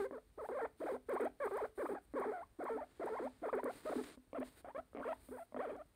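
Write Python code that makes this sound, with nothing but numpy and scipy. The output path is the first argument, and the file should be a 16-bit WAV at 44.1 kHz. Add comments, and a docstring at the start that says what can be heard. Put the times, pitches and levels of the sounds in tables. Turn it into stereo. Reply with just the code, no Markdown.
"""A small quiet room: a guinea pig wrapped in a towel on a lap chatters softly while a hand strokes its fur.
Most bouts open with one nasal swoop (catch, crest, trough, flick up to a whistle) and go on as a lower warble.
The voice is a sum of harmonics, strongest at mid pitch and rough at the bottom; lone flaps ring as creaks.
Fur and towel are shaped noise that swells with each stroke. Near four seconds the towel is shifted,
then the animal turns its head. Low room modes, short reflections and shaped air noise lie behind."""
import sys
import numpy as np
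from scipy import signal
from scipy.fft import rfft, irfft
from scipy.io import wavfile
from scipy.ndimage import uniform_filter1d

SR = 44100
rng = np.random.default_rng(int(sys.argv[2]) if len(sys.argv) > 2 else 0)


def waveform_to_disk(signal):
    """Save audio, clipped to [-1, 1], as 16-bit WAV at the path in sys.argv[1]."""
    frames = np.transpose(np.atleast_2d(signal))
    scaled = np.clip(frames, -1, 1) * 32767
    samples = np.round(scaled).astype(np.int16)
    wavfile.write(sys.argv[1], SR, samples)


N = 262395
TIME = np.arange(N) / SR

# a near source at the two microphone ports, head forward: frequency_hz, left_minus_right_db
FORWARD_BALANCE = [(450, 0), (700, -2), (1000, -6), (1500, -13.5), (2000, -16.5), (2500, 2.5),
                   (3400, -12.5), (5500, -0.5)]
# the same place: frequency_hz, left_lead_radians
FORWARD_PHASE = [(100, -.1), (800, -.8), (1500, -.6), (2000, -1.8), (2800, -2.8), (3400, -2.5), (3900, 0),
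                 (5700, 3), (8900, 6.2), (13500, 12.4), (16000, 15)]


def gain_of(db):
    """Decibels to an amplitude factor."""
    return 10 ** (np.asarray(db) / 20)


def evened(x):
    """Scaled to rms 1."""
    return x / np.sqrt(np.mean(x ** 2) + 1e-20)


def read(points, hz):
    """A table joined by straight lines on a log-frequency axis."""
    f, value = np.transpose(points)
    return np.interp(np.log(hz + 1), np.log(f + 1), value)


def add(mix, s, sound):
    """Lays a sound into the mix at time s."""
    part = mix[max(round(s * SR), 0):][:len(sound)]
    part += sound[:len(part)]


def colour(x, spectrum):
    """Filters by a table of frequency_hz, gain_db."""
    hz = np.fft.rfftfreq(N, 1 / SR)
    return irfft(rfft(x) * gain_of(read(spectrum, hz)), N)


def wander(rate_hz):
    """Smooth chance of rms 1: noise that fades out above the given rate."""
    hz = np.fft.rfftfreq(N, 1 / SR)
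    return evened(irfft(rfft(rng.standard_normal(N)) / (1 + (hz / rate_hz) ** 4), N))


def noise_pair(side):
    """Left and right noise: a shared part plus an opposed part."""
    shared, opposed = rng.standard_normal((2, N))
    return np.array([shared + side * opposed, shared - side * opposed])


def ports(x, balance, lead):
    """The two microphone ports hear a near source with different level and phase."""
    hz = np.fft.rfftfreq(N, 1 / SR)
    tilt = gain_of(read(balance, hz) / 2) * np.exp(.5j * read(lead, hz))
    pair = np.array([tilt, 1 / tilt])
    power = np.mean(abs(pair) ** 2, 0)
    return irfft(rfft(x) * pair / np.sqrt(power), N)


def background(level_db=-70.5, lump_db=3):
    """Quiet room air as shaped noise; its rumble comes in soft lumps."""
    # spectrum of the room air: frequency_hz, relative_density_db
    air_spectrum = [(20, -20), (52, 8.5), (100, 0), (170, -7.5), (2000, -26), (7300, -35.5), (9000, -47),
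                    (15500, -39)]
    air = gain_of(level_db) * evened(colour(noise_pair(0.26), air_spectrum))
    low_pass = signal.butter(2, 200, fs=SR, output="sos")
    rumble = signal.sosfiltfilt(low_pass, air)
    lumps = evened(gain_of(lump_db * wander(20.0)))
    return air - rumble + rumble * lumps


def scatter(wet_db, t60):
    """Sparse reflections that die away, different at each port."""
    t = np.arange(SR // 2) / SR
    taps = rng.standard_normal((2, len(t)))
    taps *= rng.random((2, len(t))) < .05  # one sample in twenty carries a reflection
    taps *= gain_of(-60 * t / t60) * (t > .003)
    return gain_of(wet_db) * taps / np.linalg.norm(taps[0])


def reflections(x):
    """A stronger and a fainter set of short reflections from the lap and the walls."""
    response = scatter(wet_db=-14, t60=0.19) + scatter(wet_db=-19, t60=0.16)
    return signal.fftconvolve(x[None], response, axes=1)[:, :N]


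def ringing(x, modes_db=22.5):
    """Low modes of the room ring on when the pitch sweeps through them."""
    # low room resonances: frequency_hz, relative_level_db, t60_s
    room_modes = [(254.4, -8.5, 0.2), (294.6, -15.5, 0.23), (394.7, -26.5, 0.24), (434.2, -28.5, 0.33)]
    t = np.arange(SR // 2) / SR
    response = np.zeros(len(t))
    for hz, db, t60 in room_modes:
        even_peak = 2 * np.log(1000) / (t60 * SR)  # long and short rings get equal resonant gain
        response += gain_of(db - 60 * t / t60) * np.cos(2 * np.pi * hz * t) * even_peak
    return gain_of(modes_db) * signal.fftconvolve(x, response)[:N]


def rubbing(swell, lag_s=0.062, fullness=0.38):
    """Strength of rustle and fizz: the resting hand, the quiver of each call, and one arch for each stroke."""
    # firm strokes on fur and towel, before the trims: start_s, length_s, rustle_db, fine_fizz_db
    stroke_rows = [(-.05, 0.12, -69.5, -66), (0.402, 0.12, -79.5, -69.5), (0.773, 0.2, -75.5, -69),
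                   (1.411, 0.29, -76, -71), (1.75, 0.2, -79.5, -65), (2.017, 0.048, -102, -73.5),
                   (2.85, 0.58, -76, -82), (3.688, 0.14, -66.5, -64.5), (3.818, .29, -65, -64),
                   (4.022, 0.14, -66.5, -73.5), (4.036, .012, -58.5, -76), (4.42, 0.1925, -77, -71),
                   (4.437, 0.063, -69, -68), (4.557, 0.063, -72.5, -66.5), (4.998, 0.34, -79.5, -74),
                   (5.2, .26, -101, -66)]
    # the hand lying on the fur, before the trims: rustle_db, fine_fizz_db
    rest_levels = (-88, -80)
    # the body rubs the towel as it calls, relative to the swell, before the trims: rustle_db, fine_fizz_db
    quiver_levels = (-38.5, -35)
    quiver = uniform_filter1d(swell, max(int(lag_s * SR), 1))
    power = gain_of(rest_levels)[:, None] ** 2 + np.outer(gain_of(quiver_levels), quiver) ** 2
    for start, length, *levels_db in stroke_rows:
        at = np.flatnonzero((TIME > start) & (TIME < start + length))
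        arch = abs(np.sin(np.pi * (TIME[at] - start) / length)) ** fullness
        power[:, at] += np.outer(gain_of(levels_db), arch) ** 2
    return np.sqrt(power)


def stroking(swell, cloth_db=8, fizz_db=-1, grain_db=1.0, snag_db=-6, diffuse=0.53):
    """Countless fibres slip under the hand: a soft rustle, a fine fizz and a few snags."""
    # rustle spectrum: frequency_hz, relative_density_db
    cloth_spectrum = [(120, 1.5), (280, 17.5), (800, 6), (2500, 8), (4200, 1.5), (7500, -4.5), (9000, -1.5),
                      (15000, -25)]
    # fizz spectrum: frequency_hz, relative_density_db
    fizz_spectrum = [(5000, -10), (7700, -10), (8300, 3), (11000, 0.5), (13000, -5), (16000, -0.5)]
    # hairs and towel loops snapping free, before the snag trim: start_s, peak_db, nominal_length_s
    snag_rows = [(1.092, -49.5, 0.0037), (1.134, -57, 0.013), (1.207, -52.5, 0.0067),
                 (1.243, -55.5, 0.0098), (1.444, -53.5, 0.017), (1.534, -54.5, 0.0066),
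                 (1.569, -51.5, 0.0057), (2.195, -55, 0.0083), (2.639, -55.5, 0.0058), (3.056, -56, 0.0054),
                 (3.55, -57, 0.0067), (3.6406, -47, .0032), (4.3987, -54.5, 0.0039)]
    rustle, fine = rubbing(swell)
    grain = evened(gain_of(grain_db * wander(250) + 0.74 * wander(34)))
    snags = np.zeros(N)
    for start, peak_db, length in snag_rows:
        u = np.arange(SR // 16) / SR / max(length / 2, .001)
        add(snags, start, gain_of(peak_db + snag_db) * u * np.exp(1 - u))
    cloth = rustle * gain_of(cloth_db) * grain
    fizz = np.hypot(fine * gain_of(fizz_db), snags) * grain
    # three independent noises: one placed under the hand, two spread left and right
    cloth_noise = evened(colour(rng.standard_normal((3, N)), cloth_spectrum))
    fizz_noise = evened(colour(rng.standard_normal((3, N)), fizz_spectrum))
    near, *scattered = cloth * cloth_noise + fizz * fizz_noise
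    return ports(near, FORWARD_BALANCE, FORWARD_PHASE) + diffuse * np.array(scattered)


def thuds(centre_hz=263.8, detune=0.04):
    """Each soft thud is a few swelling and fading cycles of one low tone."""
    # low thuds among the calls and the handling: start_s, length_s, peak_db
    thud_rows = [(2.752, .03, -50), (3.238, 0.029, -48.5), (3.958, 0.022, -44.5), (4.17, .014, -57.5),
                 (4.379, 0.027, -45), (4.966, 0.031, -52.5)]
    out = np.zeros(N)
    for (s, length, db), off in zip(thud_rows, rng.standard_normal(len(thud_rows))):
        t = np.arange(0, length, 1 / SR)
        tone = np.sin(2 * np.pi * centre_hz * (1 + detune * off) * t)
        add(out, s, gain_of(db) * np.sin(np.pi * t / length) * tone)
    return out


def creak_run(start, end, first_rate, last_rate, peak_db, stumble_s=0.00081, spread_db=2):
    """Times and strengths of flaps that come ever faster, a little unevenly."""
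    t = np.arange(start, end, 1 / SR)
    rate = np.linspace(first_rate, last_rate, len(t))
    cycles = np.floor(np.cumsum(rate) / SR)
    times = t[np.diff(cycles, prepend=-1) > 0]
    chance = rng.standard_normal(size=(32, 2))
    return [(s + stumble_s * late, peak_db + spread_db * size) for s, (late, size) in zip(times, chance)]


def creaks(trim_db=-3, detune=.12, spread_db=3):
    """Each lone flap of the vocal folds rings the throat for a few milliseconds, never twice alike."""
    # what a flap rings in throat and nose, before chance: frequency_hz, relative_level_db, t60_s
    flap_modes = [(251.4, -9.5, 0.12), (554.8, 6.5, 0.032), (1060.6, -0.5, 0.02), (2054, -3.5, 0.013)]
    # single slow flaps before a call: start_s, peak_db before the trim
    lone_flaps = [(.11, -36), (.488, -35), (1.777, -39.5), (2.138, -35), (4.174, -49.5), (4.331, -35),
                  (4.932, -48), (5.287, -45), (5.523, -44.5), (5.545, -35)]
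    # a quickening run of flaps: start_s, end_s, first_flaps_per_s, last_flaps_per_s, peak_db before spread and trim
    quickening = (4.949, 5.024, 130, 200, -38.5)
    out, t = np.zeros(N), np.arange(SR // 16) / SR
    flaps = list(lone_flaps) + creak_run(*quickening)
    chances = rng.standard_normal(size=(40, len(flap_modes), 3))
    for (s, db), chance in zip(flaps, chances):
        ring = np.zeros(len(t))
        for (hz, mode_db, t60), (off, size, phase) in zip(flap_modes, chance):
            decay = gain_of(mode_db + spread_db * size - 60 * t / t60)
            ring += decay * np.sin(2 * np.pi * (hz * (1 + detune * off) * t + phase))
        ring *= 1 - np.exp(-(t / 0.0003) ** 2)  # soft onset
        add(out, s, gain_of(db + trim_db) * ring / abs(ring).max())
    return out


def glide(s, value, t):
    """A smooth curve through the rows that levels off at each turning point."""
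    slope = np.diff(value) / np.maximum(np.diff(s), 1e-4)
    before, after = np.r_[slope[0], slope], np.r_[slope, slope[-1]]
    same_way = before * after > 0
    tangent = np.sign(before) * np.minimum(abs(before), abs(after)) * same_way
    i = np.clip(np.searchsorted(s, t) - 1, 0, len(s) - 2)
    span = s[i + 1] - s[i]
    u = np.clip((t - s[i]) / (span + 1e-9), 0, 1)
    bow = (1 - u) * (tangent[i] - slope[i]) - u * (tangent[i + 1] - slope[i])
    return np.interp(t, s, value) + span * u * (1 - u) * bow


def swoop(start, length, crest_at, trough_at, catch_hz, crest_hz, trough_hz, top_hz, level_db, rough, release_s):
    """The pitch catches low, arches, sags, then flicks up to a whistle and is let go."""
    catch_at, catch_drop = 0.27, 1.3  # the catch's share of the way to the crest; start pitch over catch pitch
    rise_db = 2.5  # a swoop gathers strength up to its listed level
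    s = start + length * np.array([0, catch_at * crest_at, crest_at, trough_at, 1])
    turns = list(zip(s, [catch_drop * catch_hz, catch_hz, crest_hz, trough_hz, top_hz]))
    turns.append((s[-1] + release_s / 2, top_hz))
    return level_db - rise_db, rise_db, rough, turns


def calling(release_s=.008):
    """Pitch, strength and roughness of the voice through time; strength falls away from the easy pitch."""
    # opening swoops, level before pitch losses and voice gain: start_s, length_s, crest_at_0_to_1, trough_at_0_to_1,
    # catch_hz, crest_hz, trough_hz, top_hz, end_level_db, base_roughness_0_to_1
    swoop_rows = [ (0.375, 0.091, 0.21, 0.59, 378.8, 656.3, 417, 892.7, -43, 0.09),
                  (0.800, 0.079, 0.32, 0.67, 313, 700, 304.4, 867, -37.5, 0.19),
                  (1.085, 0.097, 0.24, 0.64, 431.9, 583, 353.3, 1125, -34.5, 0.2),
                  (1.400, 0.084, 0.2, 0.81, 542, 591.6, 389.5, 1248, -35.5, .1),
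                  (1.777, 0.094, 0.32, 0.74, 368.2, 595, 312.4, 1277, -36, 0),
                  (2.138, 0.094, 0.31, 0.72, 274.2, 569.8, 365.6, 1170, -35.5, 0.14),
                  (2.587, .091, .28, .64, 300.3, 742, 337, 1171, -39, .2),
                  (2.995, 0.093, 0.29, 0.62, 371.1, 721, 340.3, 1027, -37.5, 0.3),
                  (3.418, 0.085, 0.26, 0.67, 281.5, 705.8, 376.8, 1260, -36, 0.36), ]
    # warbles, level before pitch losses and voice gain:
    # start_level_db, change_by_end_db, base_roughness_0_to_1, pitch turns as (time_s, pitch_hz)
    warble_rows = [ (-35, -6.5, 0.039, [(0, 424), (.035, 382), (.06, 544), (.076, 450)]),
                   (-45, -2.5, 0.18, [(.11, 457), (.119, 260), (.133, 566), (.168, 436), (.192, 736)]),
                   (-41.5, 5, 0.11, [(.488, 528.4), (.508, 354), (.527, 536), (.541, 458), (.556, 597),
                   (.581, 514), (.599, 841), (.623, 443), (.644, 442.4), (.667, 1050)]),
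                   (-36, -5, 0.26, [(.88, 855), (.899, 508.2), (.91, 543.4), (.924, 374.3), (.957, 541.3),
                   (.972, 851)]), (-34.5, 0, .25, [(1.197, 661.5), (1.211, 400), (1.227, 501), (1.245, 341),
                   (1.258, 617.3), (1.283, 878)]), (-39, 1.5, 0.044, [(1.51, 641), (1.523, 383),
                   (1.55, 423.7), (1.575, 619.7), (1.59, 1049), (1.612, 618), (1.629, 404.5), (1.646, 508),
                   (1.663, 927)]), (-36.5, -8.5, 0.34, [(1.889, 662), (1.907, 369.6), (1.924, 420),
                   (1.942, 329), (1.965, 837), (1.992, 654.5)]), (-37, -8.5, 0.27, [(2.233, 1165),
                   (2.247, 718), (2.265, 370.8), (2.281, 446.8), (2.309, 407), (2.336, 748), (2.41, 675.4),
                   (2.443, 1208)]), (-36.5, -8, 0.229, [(2.678, 1170), (2.708, 464), (2.762, 432),
                   (2.796, 942), (2.816, 591.7), (2.848, 817)]), (-41.5, 2.5, 0.27, [(3.081, 1036),
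                   (3.103, 441.6), (3.14, 447.4), (3.177, 1060), (3.209, 330.2), (3.228, 486.8),
                   (3.256, 554), (3.285, 1001)]), (-34, -4.5, 0.13, [(3.528, 591.7), (3.539, 471.4),
                   (3.564, 366), (3.587, 600), (3.6, 1003), (3.611, 850)]), (-36.5, -3, 0.24, [(3.632, 577),
                   (3.644, 251), (3.663, 594.3), (3.679, 445.3), (3.716, 880)]),
                   (-41, 4, 0.26, [(3.85, 270), (3.87, 638), (3.89, 628.5), (3.908, 270.2), (3.922, 740),
                   (3.943, 305)]), (-35.5, -8, 0.25, [(3.955, 508), (3.968, 279), (3.99, 443.3),
                   (4.022, 274)]), (-43, 4, 0.37, [(4.346, 582), (4.359, 688), (4.382, 491.4), (4.397, 256),
                   (4.422, 587), (4.439, 642)]), (-49.5, -0.5, 0.85, [(4.645, 586), (4.66, 722),
                   (4.679, 555), (4.7, 839), (4.72, 996)]), (-45.5, 6.5, 0.14, [(4.747, 510),
                   (4.776, 600)]), (-39, -3.5, 0.23, [(4.779, 581.4), (4.807, 774)]),
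                   (-42, 4.5, 0.39, [(5.024, 899), (5.036, 1575), (5.058, 421), (5.099, 673), (5.116, 600),
                   (5.139, 1055)]), (-45.5, -5, 0.28, [(5.288, 300), (5.305, 243), (5.32, 410.5),
                   (5.347, 526), (5.363, 459), (5.386, 1009)]), (-48, 2, 0.071, [(5.382, 991), (5.404, 670),
                   (5.438, 693)]), (-39, -5, 0.72, [(5.563, 702), (5.588, 366)]),
                   (-39, -7, 0.4, [(5.59, 417.2), (5.61, 568.8), (5.633, 795.6), (5.677, 429),
                   (5.701, 635.7), (5.724, 387.3), (5.77, 650)]), (-54, 7, 0.093, [(5.765, 650),
                   (5.778, 747), (5.805, 582), (5.828, 748)]), ]
    easy_hz, slack_db, taut_db = 532, 10, 2.5  # strongest pitch; loss one octave below and above it
    let_go_db, let_go_oct_per_s = 0.5, 49  # the voice slackens when the pitch drops this fast
    flick_db, flick_oct_per_s = 2, 150  # it also thins when the pitch climbs this fast
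    swoop_attack_s, warble_attack_s = 0.0055, 0.0012  # swoops start more gently
    end_rough = 0.18  # roughness gained as a call runs out
    pitch, swell, roughness = np.zeros((3, N))
    calls = [(swoop_attack_s, *swoop(*row, release_s)) for row in swoop_rows]
    calls += [(warble_attack_s, *row) for row in warble_rows]
    for attack_s, level_db, change_db, rough, turns in calls:
        s, hz = np.transpose(turns)
        at = np.arange(max(int(s[0] * SR), 0), min(int(s[-1] * SR), N))
        t, u = TIME[at], np.linspace(0, 1, len(at))
        pitch[at] = glide(s, hz, t)
        octaves = np.log2(pitch[at] / easy_hz)
        climb = np.gradient(octaves, t)
        effort_db = level_db + change_db * u
        effort_db -= np.where(octaves < 0, slack_db, taut_db) * octaves ** 2
        effort_db -= let_go_db * np.clip(-climb / let_go_oct_per_s, 0, 1) ** 2
        effort_db -= flick_db * np.clip(climb / flick_oct_per_s, 0, 1)
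        gate = np.clip((t - s[0]) / attack_s, 0, 1) * np.clip((s[-1] - t) / release_s, 0, 1)
        swell[at] = np.maximum(swell[at], gain_of(effort_db) * gate)
        roughness[at] = rough + end_rough * u ** 5
    return pitch, swell, roughness


def voice(pitch, swell, roughness, jitter=0.03482, shimmer=0.64, doubling=0.33, rasp=1.56,
          overtone_db=-10.5, fall_db=-1.5, blur_db=-4, uneven_db=3.0,
          break_hz=330, break_rough=0.21, whistle_hz=950, press=0.32):
    """Harmonics of the folds pass the throat; when rough, cycles wobble, alternate in strength and leak air."""
    # the closed mouth and nose: frequency_hz, gain_db
    throat = [(150, -11.5), (300, -0.5), (800, -1.5), (1300, 0.5), (1650, -2), (2000, -5), (2400, -5.5),
              (2800, -22.5), (3300, -16), (4500, -52), (7000, -56)]
    out, leak = np.zeros((2, N))
    wobble, flutter, split = wander(186.7), wander(160), wander(47)
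    air = rng.standard_normal(N)
    uneven = [wander(27) for k in range(8)]  # one waver for each overtone
    at = np.flatnonzero(swell > 0)
    hz, effort_db = pitch[at], 20 * np.log10(swell[at])
    slack = break_rough / (1 + (hz / break_hz) ** 10)  # slack folds lose their beat
    rough = np.clip(roughness[at] + slack, 0, 1)
    rough = rough / (1 + (hz / whistle_hz) ** 6)  # taut folds whistle cleanly
    turns = np.cumsum(hz * (1 + jitter * (0.345 + 2 * rough) * wobble[at])) / SR
    tone = gain_of(read(throat, hz)) * np.cos(2 * np.pi * turns)
    # soft calls close the folds gently and sound duller
    slope_db = fall_db + press * np.minimum(effort_db + 35.5, 0)
    for k, waver in enumerate(uneven, 2):
        source_db = overtone_db + slope_db * (k - 2) + blur_db * rough + uneven_db * waver[at]
        harmonic = np.cos(2 * np.pi * k * turns - .5 * (k - 1))
        tone += gain_of(source_db + read(throat, k * hz)) * harmonic
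    alternation = doubling * (1 + .5 * split[at]) * np.cos(np.pi * turns)  # every other cycle is stronger
    tone *= 1 + rough * (shimmer * flutter[at] + alternation)
    out[at] = np.sqrt(2) * swell[at] * tone / np.sqrt(1 + .5 * rough ** 2)
    puff = np.exp(2 * (np.cos(2 * np.pi * turns) - 1))  # one puff a cycle
    leak[at] = swell[at] * (0.28 + rough) * air[at] * puff
    return out + rasp * colour(leak, throat)


def scene():
    """The animal close by, the stroking hand, the room and its quiet background."""
    # the animal at the two ports, head turned: frequency_hz, left_minus_right_db
    turned_balance = [(400, .5), (1000, -3), (1650, -6), (2300, 0), (3400, -4)]
    # the same place: frequency_hz, left_lead_radians
    turned_phase = [(100, -.1), (500, -.15), (1200, .23), (2000, -1.45), (2800, -.99), (3600, -2.8)]
    # brighter once the head has turned: frequency_hz, gain_db
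    turned_lift = [(1900, 0), (2500, -1.5), (3200, 8.5), (5000, 23)]
    head_turn_s = 4.25
    pitch, swell, roughness = calling()
    animal = gain_of(-1.37) * voice(pitch, swell, roughness) + creaks() + thuds()
    near = animal + ringing(animal)
    turned = np.clip((TIME - head_turn_s) * 20, 0, 1)  # the turn takes 50 ms
    facing = ports(near * (1 - turned), FORWARD_BALANCE, FORWARD_PHASE)
    aside = ports(colour(near * turned, turned_lift), turned_balance, turned_phase)
    return facing + aside + reflections(animal) + stroking(swell) + background()


def record(dry, edge_hz=15720):
    """The recorder's band limit: a steep low-pass filter."""
    low_pass = signal.firwin(511, edge_hz, window=("kaiser", 9), fs=SR)
    return signal.oaconvolve(dry, low_pass[None], "same")


dry = scene()
out = record(dry)
waveform_to_disk(out)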